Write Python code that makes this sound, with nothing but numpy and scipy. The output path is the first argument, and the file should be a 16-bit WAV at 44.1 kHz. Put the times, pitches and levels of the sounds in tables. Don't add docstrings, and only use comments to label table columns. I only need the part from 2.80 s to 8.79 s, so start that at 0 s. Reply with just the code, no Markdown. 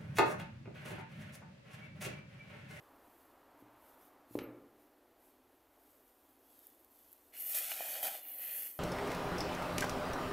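import sys
import numpy as np
from scipy import signal
from scipy.fft import irfft
from scipy.io import wavfile

SR = 44100
rng = np.random.default_rng(int(sys.argv[2]) if len(sys.argv) > 2 else 0)


def master_out(mix):
    frames = np.transpose(np.atleast_2d(mix))
    ceiling = np.clip(frames, -1, 1)
    pcm = np.round(ceiling * 32767).astype(np.int16)
    wavfile.write(sys.argv[1], SR, pcm)


def boost_factor(decibels):
    exponent = np.asarray(decibels, float) / 20
    return 10 ** exponent


N = 264159

RUSTLE_END_S = 4.51

# pitch in Hz, relative level in dB, time to die by 60 dB in seconds.
TABLE_TONES = [(118, -7, 0.33), (267, -17, 0.19), (302.5, -8.5, 0.4), (343, 1.5, 0.036), (420, -16, 0.14),
               (486, -1.5, 0.023), (570, -3.5, 0.014), (804, -8, 0.025), (1004, -17, 0.075)]
# time in seconds, level in dB of the hiss that follows speed,
# level in dB of the body's ringing that follows pressure (both before tilt and presses).
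RUB_COURSE = [(4.519, -74, -78), (4.54, -55.5, -61.5), (4.605, -43.5, -63.5), (4.69, -40.5, -60),
              (4.81, -39.5, -54), (4.88, -42.5, -54.5), (4.95, -45, -56), (5.0, -43.5, -53.5),
              (5.12, -41, -53.5), (5.18, -43, -53.5), (5.218, -45, -57.5), (5.31, -43.5, -54),
              (5.37, -47, -57.5), (5.41, -54, -65), (5.5, -46.5, -62.5), (5.57, -48, -65),
              (5.63, -42.5, -56.5), (5.7, -43.5, -55.5), (5.78, -40, -56.5), (5.86, -43.5, -59.5),
              (5.91, -48.5, -65.5), (5.935, -53, -73), (5.98, -54, -73)]
# delay in milliseconds, level in dB against the direct sound.
NEAR_ECHOES = [(.65, -14.5), (1.098, -18.5), (1.501, -8.5), (1.799, -10.5)]


def evened(x):
    return x / np.sqrt(np.mean(x ** 2) + 1e-20)


def read(points, hz):
    f, value = np.transpose(points)
    return np.interp(np.log(hz + 1), np.log(f + 1), value)


def columns(rows, t):
    s, *values = np.transpose(rows)
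    return [np.interp(t, s, v) for v in values]


def add(mix, s, sound):
    part = mix[round(s * SR):][:len(sound)]
    part += sound[:len(part)]


def shape(x, db_of, size=256):
    overlap = size * 3 // 4
    hz, t, z = signal.stft(x, SR, nperseg=size, noverlap=overlap)
    y = signal.istft(z * boost_factor(db_of(hz[:, None], t)), SR, nperseg=size, noverlap=overlap)[1]
    return y[:len(x)]


def high_pass(x, hz):
    return signal.sosfilt(signal.butter(2, hz, "high", fs=SR, output="sos"), x)


def band_pass(x, low_hz, top_hz):
    return signal.sosfilt(signal.butter(2, [low_hz, top_hz], "band", fs=SR, output="sos"), x)


def resonate(x, modes):
    out = np.zeros(len(x))
    for k, (hz, width, db) in enumerate(modes):
        pole = np.exp((2j * np.pi * hz - np.pi * width) / SR)
        rung = 2 * signal.lfilter([1 - abs(pole)], [1, -pole], x).real
        out += (-1) ** k * boost_factor(db) * rung
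    return out


def ring(modes, contact_ms, cut_hz):
    t = np.arange(SR // 2) / SR
    tones = sum(boost_factor(db - 60 * t / t60) * np.sin(2 * np.pi * hz * t) for hz, db, t60 in modes)
    u = t[:1024] * 4000 / contact_ms
    force = u ** 2 * np.exp(-u)
    y = high_pass(signal.oaconvolve(tones, force), cut_hz)
    return y / abs(y).max()


def swells(rows, t, fall=1.17):
    power = 0
    for s, db, length in rows:
        u = 2 * (t - s) / length
        power = power + boost_factor(db) ** 2 * np.exp(-np.where(u > 0, u / fall, u) ** 2)
    return np.sqrt(power)


def grit(per_s, spread_db, smooth):
    size = boost_factor(spread_db * np.minimum(rng.exponential(1, N), 4)) * rng.choice([-1., 1.], N)
    clicks = evened(size * (rng.random(N) < per_s / SR))
    smooth = np.clip(smooth, 0, 1)
    return np.sqrt(1 - smooth) * clicks + np.sqrt(smooth) * rng.standard_normal(N)


def friction_db(hz, tilt):
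    # frequency in Hz, relative level in dB per Hz.
    dry_colour = [(500, -66), (2000, -26.5), (3500, -16), (3900, -17), (4300, -17), (5200, -16.5),
                  (6900, -12.5), (8000, -10), (10000, -5), (12600, 4.5), (14000, 2.5), (15600, -3.5)]
    return read(dry_colour, hz) + tilt * np.log2(12000 / np.maximum(hz, 1000))


def friction(x, gain, tilt_at):
    tilted = shape(x, lambda hz, t: friction_db(hz, tilt_at(t)))
    scale = np.std(shape(x, lambda hz, t: friction_db(hz, 0 * t)))
    return tilted / scale * gain


def rustle():
    # time of the peak in seconds, level in dB before tilt, length in seconds.
    hand_strokes = [(0.0, -75.5, 0.17), (0.263, -76, 0.3), (0.4, -73.5, .2), (0.8, -76.5, .06),
                    (1.076, -68.5, 0.12), (1.239, -67.5, 0.082), (1.555, -62, 0.073), (2.025, -75.5, 0.077),
                    (2.465, -71, 0.11), (2.74, -80, 0.088), (3.11, -71, 0.24), (3.287, -72.5, 0.037),
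                    (3.44, -74, 0.31), (3.74, -67.5, 0.17), (3.86, -65.5, 0.12), (4.015, -71.5, 0.11),
                    (4.13, -72, 0.045), (4.21, -66.5, 0.14), (4.32, -68.5, 0.12), (4.47, -70, 0.18)]
    rest_db, tilt = -79, 4.97
    t = np.arange(N) / SR
    leave = np.clip((RUSTLE_END_S - t) / 0.067 + 1, 0, 1)
    gain = np.hypot(swells(hand_strokes, t), boost_factor(rest_db))
    return leave * friction(grit(2200, 3.5, 0.67), gain, lambda at: tilt + 0 * at)


def snaps():
    # time in seconds, peak in dB before echoes, tilt in dB per octave towards the bass.
    tears = [(3.1055, -50, 2), (3.7918, -37, -4), (3.8697, -29.5, -6), (3.9016, -44, 3), (3.949, -49, -1),
             (3.9955, -47, -4), (4.003, -48, -3), (4.011, -49, -3), (4.0468, -40.5, 1), (4.109, -48, -4),
             (4.118, -47, -4), (4.159, -46, -4), (4.190, -43, -1), (4.3183, -38, -2), (4.329, -32.5, -4),
             (4.3337, -38, -4)]
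    out, hz = np.zeros(N), np.fft.rfftfreq(512, 1 / SR)
    for s, db, tilt in tears:
        snap = np.roll(irfft(boost_factor(friction_db(hz, tilt))), 256)
        add(out, s - 256 / SR, boost_factor(db) * snap / abs(snap).max())
    return out


def thuds():
    # time in seconds, peak in dB before the rocking is added,
    # length of the push in milliseconds.
    table_thuds = [(0.823, -49.5, 2.6), (1.509, -50.5, 5), (1.553, -25, 1.05), (1.584, -31, 1.8),
                   (1.617, -38, 1.4)]
    rock_hz, rock_db, rock_t60_s = 43, -33, 0.091
    out, t = np.zeros(N), np.arange(SR // 2) / SR
    rock = boost_factor(rock_db - 60 * t / rock_t60_s) * np.sin(2 * np.pi * rock_hz * t)
    for s, db, push_ms in table_thuds:
        add(out, s, boost_factor(db) * ring(TABLE_TONES, push_ms, cut_hz=415))
        add(out, s, boost_factor(db) * push_ms * rock)
    return out


def clinks():
    # time in seconds, peak in dB before the room's echo.
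    bowl_clinks = [(1.554, -51), (1.5893, -33.5)]
    # pitch in Hz, width in Hz, relative level in dB.
    bowl_modes = [(1180, 380, 7.5), (2210, 250, 8), (2620, 350, 5.5), (4030, 500, 1.5), (5200, 1900, -8.5),
                  (6760, 1000, -17), (10800, 830, -12.5)]
    out, t = np.zeros(N), np.arange(4096) / SR
    for s, db in bowl_clinks:
        clatter = rng.standard_normal(4096) * boost_factor(-28 - 60 * t / 0.094)
        clatter[0] = 1
        clink = high_pass(resonate(clatter, bowl_modes), 850)
        add(out, s, boost_factor(db) * clink / abs(clink).max())
    return out


def fuzzy_tone(rows, hz, width):
    mode = [(hz, width, 0)]
    tone = resonate(resonate(rng.standard_normal(N), mode), mode)
    return evened(tone) * swells(rows, np.arange(N) / SR)


def high_ring():
    # time of the peak in seconds, level in dB, length in seconds.
    ring_swells = [(1.54, -72, 0.03), (1.635, -64, .04), (1.67, -77, 0.055)]
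    return fuzzy_tone(ring_swells, hz=12300, width=190)


def murmur():
    # time of the peak in seconds, level in dB, length in seconds.
    murmur_swells = [(0.0, -66.5, 0.5), (.75, -68.5, 0.58), (1.15, -68.5, 0.73)]
    return fuzzy_tone(murmur_swells, hz=790, width=880)


def grip(t):
    # start in seconds, base tilt in dB per octave towards the bass,
    # hollow sound over body in dB for a firm drag, damping of the body by the hand from 0 to 1.
    holds = [(4.519, 5, -11.5, 0.16), (4.59, 2.5, -12, 0), (4.71, 9, -7, 0.44), (4.99, 7.5, -2, .45),
             (5.22, 7.5, -1, 0.5), (5.408, -5, -4, 0.1), (5.598, -1.5, -10.5, 0.06), (5.76, 2.5, -10.5, 0)]
    regrip_s = 0.024
    s, *values = np.transpose(holds)
    steps = np.clip((t - s[1:, None]) / regrip_s, 0, 1)
    return [v[0] + np.diff(v) @ steps for v in values]


def rub_tilt(t):
    hiss_db, body_db = columns(RUB_COURSE, t)
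    return grip(t)[0] + 0.25 * (body_db - hiss_db)


def presses(t):
    # start in seconds, length in seconds, gain in dB.
    pushes = [(4.596, 0.018, 1.5), (4.692, 0.026, 2.5), (4.743, 0.044, 4.5), (4.893, 0.045, 3),
              (5.227, 0.031, 8.5), (5.266, 0.013, 7.5)]
    press_db = 0
    for s, length, db in pushes:
        rise, release = (t - s) / 0.003, (s + length - t) / 0.015 + 1
        press_db = press_db + db * np.clip(np.minimum(rise, release), 0, 1)
    return boost_factor(press_db)


def rub():
    # pitch in Hz, width in Hz, relative level in dB.
    body_modes = [(1285, 120, -4), (1937, 255, 6.5), (2460, 125, 7), (2877, 120, 8.5), (3560, 210, -2),
                  (4170, 120, 4.5)]
    # pitch in Hz, width in Hz, relative level in dB.
    hollow_modes = [(537, 180, 2.5), (666, 105, 8), (750, 146, 5)]
    # time in seconds, body peak in dB, hollow peak in dB (both before echoes).
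    knocks = [(4.917, -28, -42), (5.006, -59, -33), (5.155, -36, -65)]
    firm_db, hollow_growth = -55, 0.92
    table_db = -20.5
    t = np.arange(N) / SR
    start = np.clip((t - RUB_COURSE[0][0]) / 0.0046, 0, 1)
    hiss_db, body_db = columns(RUB_COURSE, t)
    _, hollowness_db, damped = grip(t)
    hollow_db = firm_db + hollow_growth * (body_db - firm_db) + hollowness_db
    damped = np.clip(damped, 0, 1)

    slips = grit(5000, 3.9, 0.53)
    hiss = friction(slips, boost_factor(hiss_db), rub_tilt)
    free = evened(band_pass(resonate(slips, body_modes), 740, 4800))
    held = evened(band_pass(grit(5000, 2.0, 0.55), 1710, 3360))
    body = np.sqrt(1 - damped) * free + np.sqrt(damped) * held
    body = shape(body, lambda hz, at: 0.35 * rub_tilt(at) * np.log2(2600 / np.clip(hz, 1200, 5000)))
    hollow = high_pass(resonate(grit(400, 4.2, .4), hollow_modes), 440)
    hollow = resonate(hollow, [(660, 840, 0)])
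    table = signal.oaconvolve(grit(340, 7.4, 0.31), ring(TABLE_TONES[1:], 2.3, cut_hz=260))[:N]

    out = hiss + boost_factor(body_db) * evened(body) + boost_factor(hollow_db) * evened(hollow)
    out += boost_factor(hollow_db + table_db) * evened(table)
    out *= start * presses(t)
    body_bump = ring([(hz, db, 3.0 / width) for hz, width, db in body_modes], 0.17, cut_hz=1800)
    hollow_bump = ring([(hz, db, 3.0 / width) for hz, width, db in hollow_modes], 0.83, cut_hz=960)
    for s, body_peak_db, hollow_peak_db in knocks:
        add(out, s, boost_factor(body_peak_db) * body_bump)
        add(out, s, boost_factor(hollow_peak_db) * hollow_bump)
    return out


def near_echoes(x):
    taps = np.zeros(256)
    taps[0] = 1
    for ms, db in NEAR_ECHOES:
        taps[min(round(ms * SR / 1000), 255)] += boost_factor(db)
    return signal.oaconvolve(x, taps)[:N]


def moving_echoes(x, drift):
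    phases = rng.random((len(NEAR_ECHOES), 8))
    rates = np.geomspace(.3, 5, num=8)

    def comb_db(hz, t):
        total = 1
        for (ms, db), phase in zip(NEAR_ECHOES, phases):
            waves = [np.sin(2 * np.pi * (f * t + p)) / np.sqrt(f) for f, p in zip(rates, phase)]
            delay_s = ms / 1000 * (1 + drift * evened(sum(waves)))
            total = total + boost_factor(db) * np.exp(-2j * np.pi * hz * delay_s)
        return 20 * np.log10(abs(total) + 1e-3)
    return shape(x, comb_db, size=512)


def kitchen(x):
    # frequency in Hz, time to die by 60 dB in seconds.
    decay = [(125, 0.82), (300, 0.82), (1000, 0.98), (3000, 0.32), (8000, 0.11), (14000, 0.22)]
    taps = np.zeros(SR)
    at = np.arange(700, SR - 20, 20)
    taps[at + rng.integers(0, 20, len(at))] = rng.choice([-1., 1.], len(at))
    tail = shape(taps, lambda hz, t: -60 * t / read(decay, hz), size=512)
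    return signal.fftconvolve(x, tail / np.linalg.norm(tail))[:N]


def drone():
    # frequency in Hz, relative level in dB per Hz.
    colour = [(15, -37), (25, -10), (113, -14.5), (160, -30), (273, -1.5), (313, -5), (468, -9), (521, -9),
              (739, -9), (1110, -14), (1260, -16), (2350, -21.5), (7260, -22), (12400, -25.5),
              (15400, -21.5)]
    level_db, sag_db_per_s, hiss_db = -66.5, 1.1, -83.5
    noise = rng.standard_normal((2, N))

    def low_db(hz, t):
        return read(colour, hz) - 10 * np.log10(1 + (hz / 2500) ** 4) + 0 * t

    def high_db(hz, t):
        return read(colour, hz) - 10 * np.log10(1 + (2500 / (hz + 1)) ** 4) + 0 * t
    low = evened(shape(noise[0], low_db, size=2048))
    hiss = evened(shape(noise[1], high_db))
    sinking_db = level_db - sag_db_per_s * np.minimum(np.arange(N) / SR, RUSTLE_END_S)
    return boost_factor(sinking_db) * low + boost_factor(hiss_db) * hiss


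def scene():
    ticks, low, glass = snaps(), thuds(), clinks()
    close = near_echoes(ticks) + moving_echoes(rub() + rustle(), drift=0.075)
    bowl = glass + high_ring() + murmur()
    wet = kitchen(boost_factor(-10.5) * low + boost_factor(-7.5) * glass + boost_factor(-14) * ticks)
    mono = low + bowl + close + wet + drone()
    return np.array([mono, mono])


def band_limit(x):
    return signal.sosfilt(signal.butter(12, 16450, fs=SR, output="sos"), x)


def record(dry):
    edge = signal.firwin(511, 15620, window=("kaiser", 8), fs=SR)
    mix = signal.oaconvolve(dry, edge[None], "same")
    return band_limit(mix)


dry = scene()
out = record(dry)
master_out(out)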